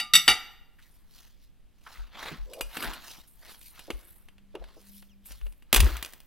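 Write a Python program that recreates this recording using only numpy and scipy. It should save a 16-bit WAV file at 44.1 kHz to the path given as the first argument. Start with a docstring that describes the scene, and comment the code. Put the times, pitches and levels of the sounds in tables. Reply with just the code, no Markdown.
"""A small kitchen, close to a pair of microphone ports: metal tongs clatter onto a ceramic plate (ringing modes).
A gloved hand drags and turns a slab of crisp roast pork on a wooden board (grainy noise, knocks, squeaks).
A big knife is picked up, set on the skin and pressed (clicks and ringing steel) until the crust bursts in a
run of snaps and the board thuds on the counter (low swelling tones). A few crumbs crack afterwards.
Quiet air and a low hum lie under it all; the room adds a diffuse tail."""
import sys
import numpy as np
from scipy import signal
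from scipy.fft import rfft, irfft, next_fast_len
from scipy.io import wavfile
from scipy.ndimage import uniform_filter1d

SR = 44100
rng = np.random.default_rng(int(sys.argv[2]) if len(sys.argv) > 2 else 0)


def waveform_to_disk(signal):
    """Save audio, clipped to [-1, 1], as 16-bit WAV at the path in sys.argv[1]."""
    frames = np.transpose(np.atleast_2d(signal))
    scaled = np.clip(frames, -1, 1) * 32767
    samples = np.round(scaled).astype(np.int16)
    wavfile.write(sys.argv[1], SR, samples)


N = 276066
TIME = np.arange(N) / SR  # s


def amp(db):
    """Decibels to gain."""
    return 10 ** (np.asarray(db) / 20)


def unit(x):
    """Scales to rms 1."""
    return x / np.sqrt(np.mean(x ** 2) + 1e-20)


def read(points, hz):
    """Reads a table on a log-frequency axis."""
    f, value = np.transpose(points)
    return np.interp(np.log(hz + 1), np.log(f), value)


def add(mix, s, sound):
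    """Mixes a mid/side sound in at time s."""
    part = mix[:, max(round(s * SR), 0):][:, :sound.shape[1]]
    part += sound[:, :part.shape[1]]


def colour(x, spectrum):
    """Causal (minimum-phase) filter with the given dB spectrum."""
    log_gain = np.log(amp(read(spectrum, abs(np.fft.fftfreq(4096, 1 / SR)))))
    response = np.exp(np.conj(signal.hilbert(log_gain)))
    taps = np.fft.ifft(response).real[:2048]
    return signal.oaconvolve(x, taps[None], axes=1)[:, :x.shape[1]]


def burst(gain_at, t60, size=22050):
    """Dense, dying vibration: noise shaped by a spectrum, falling 60 dB in t60 seconds."""
    spectrum = rfft(rng.standard_normal((2, size))) * gain_at(np.fft.rfftfreq(size, 1 / SR))
    return unit(irfft(spectrum)) * amp(-60 * TIME[:size] / t60)


def ring(hz, db, t60, size=22050):
    """Dying modes; bending waves bring the high ones first, and alternate modes lean to opposite sides."""
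    arrival = .001 * np.sqrt(2000 / hz[:, None])
    t = np.maximum(TIME[:size] - arrival, 0)
    onset = 1 - np.exp(-(t * hz[:, None]) ** 2)  # each builds over about one cycle
    decay = amp(db[:, None] - 60 * t / t60[:, None])
    modes = onset * decay * np.sin(2 * np.pi * hz[:, None] * t)
    return np.array([modes.sum(0), (-1) ** np.arange(len(hz)) @ modes])


def grains(spectrum, per_s, spread_db, smooth):
    """Tiny slips and fractures of uneven size over a smooth rubbing noise."""
    sizes = amp(spread_db * np.minimum(rng.exponential(1, N), 4))
    sizes = sizes * (rng.random(N) < per_s / SR)
    clicks = unit(sizes * rng.choice([-1., 1.], (2, N)))
    return unit(colour(clicks + smooth * rng.standard_normal((2, N)), spectrum))


STROKE_DROP_DB = 21.5  # a stroke is this far down at the ends of its rise and fall
STROKE_CURVE = 1.6  # above 1 rounds its top


def swells(rows):
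    """Gain over time of strokes that each rise to a peak and fall away; overlaps add as power."""
    power = np.zeros(N)
    for peak, rise, fall, db in rows:
        away = np.maximum((peak - TIME) / rise, (TIME - peak) / fall)
        drop_db = STROKE_DROP_DB * np.minimum(abs(away), 4) ** STROKE_CURVE
        power += amp(db - drop_db) ** 2
    return np.sqrt(power)


# colour of the still air: f/Hz, relative level/dB
AIR = [(25, 5.5), (45, 3.5), (100, -9), (220, -11), (400, -20.5), (1000, -28.5), (3000, -28), (6000, -38.5),
       (13000, -38), (16000, -45)]
AIR_DB = -61  # rms of the mid signal
# swells of the low hum: peak t/s, rise/s, fall/s, level/dB
HUM = [(4.47, 0.33, 0.31, -63), (4.96, 0.21, .14, -55.5), (5.18, 0.22, 0.164, -61.5)]
HUM_HZ = 199


def background(side_db=3, hum_side=0.64):
    """Still kitchen air as coloured noise, and a low hum as a swelling sine."""
    air = amp(AIR_DB) * unit(colour(rng.standard_normal((2, N)), AIR))
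    hum = swells(HUM) * np.sqrt(2) * np.sin(2 * np.pi * HUM_HZ * TIME)
    return air * amp([[0], [side_db]]) + hum * np.array([[1], [hum_side]])


# modes of the tongs against the plate: f/Hz
PLATE_HZ = [754, 840, 905, 1217, 1340, 1378, 1475, 1939, 2003, 2213, 2301, 2770, 2880, 2929, 3485, 3683,
            3740, 3864, 4562, 4740, 5140, 5867, 6045, 7149, 7833, 8538, 8694, 9999, 10350, 11636, 11950,
            12550, 13350, 13850]
# the same modes in order: level struck at the rim/dB, level struck in the dish/dB, t60/s
PLATE = [(-47.5, -27, .18), (-52, -29, 0.21), (-49, -35.5, 0.014), (-36.5, -31, 0.27),
         (-24.5, -24.5, 0.068), (-39, -20.5, 0.14), (-41.5, -37.5, .15), (-21, -19, 0.085),
         (-25.5, -16.5, 0.02), (-22, -25, 0.26), (-35, -21.5, 0.19), (-13, -14, 0.071),
         (-24.5, -16.5, 0.12), (-18.5, -29, 0.023), (-24, -27.5, 0.14), (-7, -20.5, 0.13), (-26, -22, 0.22),
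         (-27, -27, 0.095), (-17.5, -20, 0.043), (-16, -16, 0.11), (-23.5, -31.5, 0.099),
         (-16.5, -34, 0.21), (-29.5, -26.5, 0.075), (-25, -26.5, 0.075), (-11.5, -37, 0.086),
         (-38.5, -26.5, 0.039), (-24, -42, .08), (-19, -26.5, 0.042), (-23.5, -35, .07),
         (-17.5, -39.5, 0.059), (-22.5, -36.5, .07), (-24, -41.5, 0.077), (-26.5, -40, .06),
         (-27, -39.5, .06)]
# blows of the tongs: t/s, level/dB, place from rim 0 to dish 1
CLINKS = [(0.0, -14.5, 0.81), (.011, -25.5, 0.88), (0.1355, -3.5, 0.23), (.1525, -1, 0.17), (.2785, 1.5, 1),
          (0.286, -4, 1), (.2995, -11, 0.52), (.311, -13, 1)]
# broad clatter of a blow: f/Hz, relative level/dB
CLATTER = [(60, -31), (120, -19), (200, -1), (400, -14.5), (800, -9.5), (1400, -7.5), (2800, 1.5),
           (4800, -4), (5500, -29), (9000, -30), (13500, -25.5), (16000, -41)]
TONGS_HZ, TONGS_DB = 1206, -48  # the open tongs sing until they touch down
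TOUCH_DOWN_S = .136


def plate(buzz_db=-9, buzz_hz=80, buzz_t60=0.18, clatter_db=-22, clatter_t60=0.072, dish_db=14,
          free_db=-26, free_t60=0.46, free_slope=0.25, free_top_hz=11500):
    """Each blow rings the modes; the chattering contact smears them and adds a broad clatter."""
    out = np.zeros((2, N))
    hz, (rim, dish, t60) = np.array(PLATE_HZ), np.transpose(PLATE)
    # undamped decay: free_t60 seconds near 3 kHz, shorter towards the treble
    long_t60 = free_t60 * (3000 / hz) ** free_slope / (1 + (hz / free_top_hz) ** 4)
    for s, db, place in CLINKS:
        mode_db = rim + place * (dish - rim)

        def skirts(f):
            peaks = amp(mode_db[:, None]) ** 2 / (1 + ((f - hz[:, None]) / buzz_hz) ** 2) ** 2
            return np.sqrt(peaks.sum(0))

        def body(f):
            # a blow in the dish also pushes the board under it: more bass
            return amp(read(CLATTER, f) + dish_db * (place - 1) / (1 + (f / 1500) ** 2))

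        add(out, s, amp(db) * ring(hz, mode_db, t60))
        # a faint ring, free of the tongs' damping, lasts longer
        add(out, s, amp(db + free_db) * ring(hz, mode_db, long_t60))
        mode_sum = np.linalg.norm(amp(mode_db))
        add(out, s, amp(db + buzz_db) * mode_sum * burst(skirts, buzz_t60))
        add(out, s, amp(db + clatter_db) * burst(body, clatter_t60))
    damping = np.exp(-np.maximum(TIME - TOUCH_DOWN_S, 0) / 0.096)
    return out + amp(TONGS_DB) * np.sin(2 * np.pi * TONGS_HZ * TIME) * damping


# soft blows of plate, meat and knife on the board: t/s, level/dB, centre f/Hz, t60/s
KNOCKS = [(0.0, -57, 194, 0.33), (0.133, -40.5, 158, 0.33), (0.281, -32.5, 379, .16), (0.282, -36, 170, .2),
          (.785, -54.5, 1695, 0.11), (1.864, -38, 1310, 0.082), (2.314, -32.5, 180, 0.13),
          (2.771, -45, 280, 0.5), (2.826, -41.5, 230.8, 0.43), (3.179, -43.5, 244, 0.039),
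          (3.879, -38.5, 437, 0.078), (3.9009, -19.5, 371.2, 0.04), (4.542, -40.5, 480, 0.073),
          (4.55, -32.5, 420, 0.091), (4.613, -41.5, 554, 0.068), (4.765, -49.5, 454, 0.11),
          (5.46, -53, 444.5, 0.051), (5.728, -15.5, 261, 0.05), (5.79, -26.5, 104.2, .2),
          (5.827, -30.5, 300, 0.27)]


def knocks(sharpness=2.8):
    """Heavily damped blows on the wood, each around one broad resonance."""
    out = np.zeros((2, N))
    for s, db, hz, t60 in KNOCKS:
        blow = burst(lambda f: 1 / (1 + (sharpness * (f / hz - hz / (f + 1)) / 2) ** 2), t60)
        onset = 1 - np.exp(-TIME[:blow.shape[1]] / 0.0028)
        add(out, s, amp(db) * blow * onset)
    return out


# the board rocks on the counter: t/s, level/dB, f/Hz, swell to the peak/s, side over mid gain before WIDTH
THUDS = [(.29, -42, 44.98, .022, 1.8), (1.975, -38.5, 43.45, .033, 1.8), (2.378, -37.5, 40.56, .037, 1.8),
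         (2.609, -41.5, 39, .04, 1.8), (2.856, -38, 43, .025, 1.8), (3.927, -37.5, 45, .021, 1.8),
         (4.588, -44, 42.85, .032, 1.8), (5.29, -46.5, 50, .035, 1.8), (5.412, -34, 41, .035, 1.8),
         (5.752, -14, 42.2, .05, .45), (5.819, -9.5, 60.8, .018, .3), (5.89, -29, 58.5, .04, .45)]


def thuds(side_lag=.9):
    """The board's low rocking swells and dies away; its side signal lags by some radians."""
    out, t = np.zeros((2, N)), TIME[:SR // 2]
    for s, db, hz, swell, side in THUDS:
        shape = (t / swell) ** 2 * np.exp(2 * (1 - t / swell))
        turn = 2 * np.pi * hz * t
        add(out, s, amp(db) * shape * np.array([np.sin(turn), side * np.sin(turn - side_lag)]))
    return out


def rasp(x, patch_db=3, clump_db=2):
    """The contact keeps shifting: resonances come and go, and the slips bunch together."""
    z = signal.stft(x, nperseg=256)[2]
    patches = uniform_filter1d(rng.standard_normal(z.shape[1:]), size=3, axis=0)  # over frequency
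    patches = unit(uniform_filter1d(patches, size=12, axis=1))  # over time
    clumps = unit(uniform_filter1d(rng.standard_normal(z.shape[2]), size=3))
    gain = unit(amp(patch_db * patches + clump_db * clumps))
    return signal.istft(z * gain, nperseg=256)[1][:, :N]


# the meat slides over the wood: peak t/s, rise/s, fall/s, level/dB
DRAGS = [(.85, .2, 0.36, -72), (1.2, .15, 0.19, -66.5), (1.95, .14, 0.18, -53.5), (2.185, 0.072, .1, -44),
         (2.275, .11, 0.11, -37.5), (2.82, 0.13, .22, -38), (3.09, 0.29, 0.18, -54.5),
         (3.49, 0.12, 0.11, -53.5), (3.8, 0.16, .14, -57.5), (4.0, 0.11, 0.5, -69),
         (4.66, 0.21, .35, -64.5), (5.31, .08, .1, -64), (5.43, 0.097, 0.12, -66.5),
         (5.87, 0.15, 0.22, -41.5)]
# its colour: f/Hz, relative level/dB
DRAG = [(80, -8.5), (200, -7.5), (450, -8), (900, 0), (1600, 0), (2600, -6), (4000, -5), (8000, -30.5)]
# the glove rubs on the meat: peak t/s, rise/s, fall/s, level/dB
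RUBS = [(.83, 0.082, 0.32, -68), (1.17, 0.091, 0.21, -58), (1.43, 0.063, 0.095, -68),
        (1.94, 0.18, 0.19, -58.5), (2.25, 0.12, .16, -50.5), (2.6, 0.23, 0.064, -57.5),
        (2.87, 0.3, 0.19, -50.5), (3.09, 0.12, 0.18, -50), (3.5, .14, 0.11, -55), (3.66, 0.077, 0.077, -54),
        (3.8, .1, 0.4, -59.5), (4.95, 0.42, 0.17, -60.5), (5.31, 0.074, 0.11, -54)]
# its colour: f/Hz, relative level/dB
GLOVE = [(800, -38), (2200, -7.5), (3800, -2), (5500, -4), (8000, -11.5), (14000, -11.5)]
# glove and blade scrape the dry skin: peak t/s, rise/s, fall/s, level/dB
SCRAPES = [(.92, 0.21, 0.19, -66.5), (1.2, 0.17, .17, -69), (2.25, 0.066, 0.15, -59.5),
           (2.84, 0.16, 0.061, -42), (3.07, 0.11, 0.2, -57), (3.285, 0.034, 0.25, -61),
           (3.5, 0.084, 0.25, -56), (3.65, 0.12, 0.17, -53.5), (4.1, 0.36, 0.21, -59),
           (4.96, .2, .12, -55.5), (5.263, 0.015, 0.075, -48), (5.42, 0.2, 0.25, -63.5)]
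# its colour: f/Hz, relative level/dB
SKIN = [(2500, -29), (6500, -14.5), (9000, 2.5), (11500, 2), (13300, 8), (14500, -17), (16000, 1)]


def handling():
    """Meat drags over the wood, the glove rubs and the dry skin crackles: swelling streams of tiny slips."""
    def slips(spectrum):
        return grains(spectrum, per_s=1100, spread_db=2.6, smooth=.5)

    dragging = swells(DRAGS) * slips(DRAG)
    rubbing = swells(RUBS) * slips(GLOVE)
    scraping = swells(SCRAPES) * slips(SKIN)
    return rasp(dragging + rubbing + scraping)


# rubbery squeaks, one table each: t/s, f/Hz, level/dB, octave above relative to it/dB
SQUEAKS = [
    [(2.46, 466, -61, -22), (2.51, 485, -50.5, -13), (2.56, 570, -45.5, -25), (2.6, 591, -42, -18),
     (2.63, 536.6, -49.5, -7)],
    [(5.085, 3650, -69.5, -23), (5.11, 3000, -70.5, -3), (5.145, 2300, -74, -3.5)],
]


def squeaks(width_hz=160):
    """Stick and slip: a fuzzy resonance that glides, with a weaker octave."""
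    out, r = np.zeros((2, N)), np.exp(-np.pi * width_hz / SR)
    for rows in SQUEAKS:
        s, *columns = np.transpose(rows)
        t = np.arange(s[0], s[-1], 1 / SR)
        hz, db, octave_db = (np.interp(t, s, column) for column in columns)
        noise = rng.standard_normal((2, SR)) + 1j * rng.standard_normal((2, SR))
        fuzz = signal.lfilter([1], [1, -2 * r, r * r], noise)[:, :len(t)]
        turn = np.exp(2j * np.pi * np.cumsum(hz) / SR)
        tone = turn + amp(octave_db) * turn ** 2
        add(out, s[0], amp(db) * unit((fuzz * tone).real))
    return out


# colour of the crust: f/Hz, relative level/dB
CRUST = [(80, -9), (250, 3), (600, 3), (1200, 3.5), (1700, 3.5), (2300, 2.5), (3300, 3.5), (4500, -4.5),
         (7000, -11), (10000, -10), (13500, -17.5), (15000, -15), (16000, -19.5)]


def snap(t60, tilt_db):
    """A short crack with the colour of the crust, tilted by dB per octave above 800 Hz."""
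    def tilted(f):
        return amp(read(CRUST, f) + tilt_db * np.log2(np.maximum(f, 800) / 800))

    return burst(tilted, t60)


# modes of the knife blade: f/Hz, relative level/dB, t60/s
BLADE = [(2456, 2.5, 0.094), (2853, 3.5, 0.089), (4810, -3.5, 0.11), (5910, -8.5, 0.12),
         (6756, -8.5, 0.095), (7990, 2, 0.055), (8600, -7, 0.16), (10040, 4, 0.067), (12500, 5, 0.059),
         (13460, -7.5, 0.12)]
# the knife taps the board or the meat: t/s, level/dB, how freely the blade rings 0-1
TAPS = [(2.5342, -39.5, 0.82), (2.609, -26.5, 0.75), (2.7688, -27.5, 0.3), (2.8245, -32, 0.7),
        (2.844, -31, 0.3), (2.935, -39, 0.84), (3.7924, -42, 0.63), (3.904, -27, 0.12), (4.2858, -49, 0.16),
        (4.382, -55.5, 0.05), (4.5529, -39.5, 0), (4.6407, -48, 0.13), (5.0255, -50, 0.06),
        (5.309, -47.5, .2), (5.4136, -50, 0), (5.466, -49.5, 0.3), (5.6235, -56, 0.4)]
TAP_T60 = .028  # s
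TAP_TILT_DB, HARD_TILT_DB = -2, 5  # dB per octave on soft meat; extra dB per octave when the blade is free


def knife(ring_db=-10, held_db=-6, held_hz=2800, held_width_hz=450, held_t60=0.049):
    """A tap is a click and a clack of the held blade; off the meat it is brighter and the steel rings."""
    out, steel = np.zeros((2, N)), ring(*np.transpose(BLADE))
    for s, db, free in TAPS:
        click = snap(TAP_T60, TAP_TILT_DB + free * HARD_TILT_DB)
        clack = burst(lambda f: 1 / (1 + ((f - held_hz) / held_width_hz) ** 2), held_t60)
        add(out, s, amp(db) * (click + amp(held_db) * clack + free * amp(ring_db) * steel))
    return out


# the crust cracks under the blade: t/s, level/dB, t60/s
CRACKS = [(3.614, -45.5, 0.011), (5.258, -46.5, 0.0057), (5.32, -40.5, 0.0078), (5.5246, -51, 0.0109),
          (5.7285, -8, 0.013), (5.7325, -18, 0.0089), (5.7419, -13, .012), (5.7463, -6, 0.0079),
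          (5.762, -9, .011), (5.7666, -14.5, .026), (5.8034, -14.5, .035), (5.9684, -30, 0.0126),
          (6.0269, -24, .013), (6.0484, -29, .008), (6.06, -38.5, 0.027), (6.1248, -47.5, 0.0155),
          (6.1348, -40, 0.0162), (6.2033, -44, 0.0101)]
CRACK_TILT_DB = 5  # dB per octave
# colour of the ticking crumbs: f/Hz, relative level/dB
CRUMBS = [(1000, -14.5), (3500, 0), (8000, -1), (13500, -3), (15500, -21.5)]


def crust(ring_db=-24, shed_db=-17, shed_t60=.13, crumbs_db=-30, crumbs_t60=0.38):
    """Each crack jolts the blade, sets off a rush of small fractures and leaves sparse crumbs ticking."""
    out, steel = np.zeros((2, N)), ring(*np.transpose(BLADE))
    power = np.zeros((2, N))  # rows: fractures, crumbs
    start_db, t60s = np.array([[shed_db], [crumbs_db]]), np.array([[shed_t60], [crumbs_t60]])
    dying = amp(start_db - 60 * TIME[:SR] / t60s)
    for s, db, t60 in CRACKS:
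        add(out, s, amp(db) * (snap(t60, CRACK_TILT_DB) + amp(ring_db) * steel))
        add(power, s, (amp(db) * dying) ** 2)
    shedding, crumbling = np.sqrt(power)
    fractures = grains(CRUST, per_s=900, spread_db=5.5, smooth=.15)
    crumbs = grains(CRUMBS, per_s=260, spread_db=4, smooth=.2)
    return out + shedding * fractures + crumbling * crumbs


# decay of the kitchen: f/Hz, t60/s
ROOM = [(100, .3), (300, 0.54), (800, 0.81), (2500, 0.61), (6000, 0.52), (10000, .38), (15000, 1)]


def kitchen(x, build_s=0.0066):
    """A diffuse tail that builds quickly; each band dies at its own speed."""
    hz, t, z = signal.stft(rng.standard_normal((2, SR * 3 // 4)), SR, nperseg=256)
    tail = signal.istft(z * amp(-60 * t / read(ROOM, hz)[:, None]), SR, nperseg=256)[1]
    tail *= 1 - np.exp(-(TIME[:tail.shape[1]] / build_s) ** 2)
    return signal.fftconvolve(x, tail / np.linalg.norm(tail[0]), axes=1)[:, :N]


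def aim(x, lead):
    """A source off to one side reaches one port first: part of its side signal is the mid in quadrature."""
    lead = np.clip(lead, -1, 1)
    quadrature = -signal.hilbert(x[0], next_fast_len(N))[:N].imag
    return np.array([x[0], lead * quadrature + np.sqrt(1 - lead ** 2) * x[1]])


# stereo width at the microphone ports: f/Hz, gain on the side signal/dB
WIDTH = [(40, 2.5), (150, -8.5), (400, -14), (1500, -22.5), (2800, -17.5), (5000, -8), (8000, -5),
         (14000, 0)]


def scene(plate_room_db=-16, board_room_db=-15, pan_db=-0.1):
    """Sources and room as mid and side; the channels differ most in the lowest bass and the treble."""
    clinks = plate()
    cutting = crust() + knife() + knocks() + handling() + squeaks()
    room = kitchen(amp(plate_room_db) * clinks + amp(board_room_db) * cutting)
    direct = aim(clinks, lead=1.0) + aim(cutting, lead=-0.73)
    mid, side = direct + room + thuds() + background()
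    size = next_fast_len(N)
    width = amp(read(WIDTH, np.fft.rfftfreq(size, 1 / SR)))
    side = irfft(rfft(side, size) * width, size)[:N]
    return np.array([mid + side, mid - side]) * amp([[pan_db / 2], [-pan_db / 2]])


EDGE_HZ = 16000  # top of the sound's band


def record(dry):
    """Peaks round off near full scale; then the band limit."""
    rounded = dry / (1 + dry ** 6) ** (1 / 6)
    low_pass = signal.firwin(511, EDGE_HZ, window=("kaiser", 9), fs=SR)
    return signal.oaconvolve(rounded, low_pass[None], "same")


dry = scene()
out = record(dry)
waveform_to_disk(out)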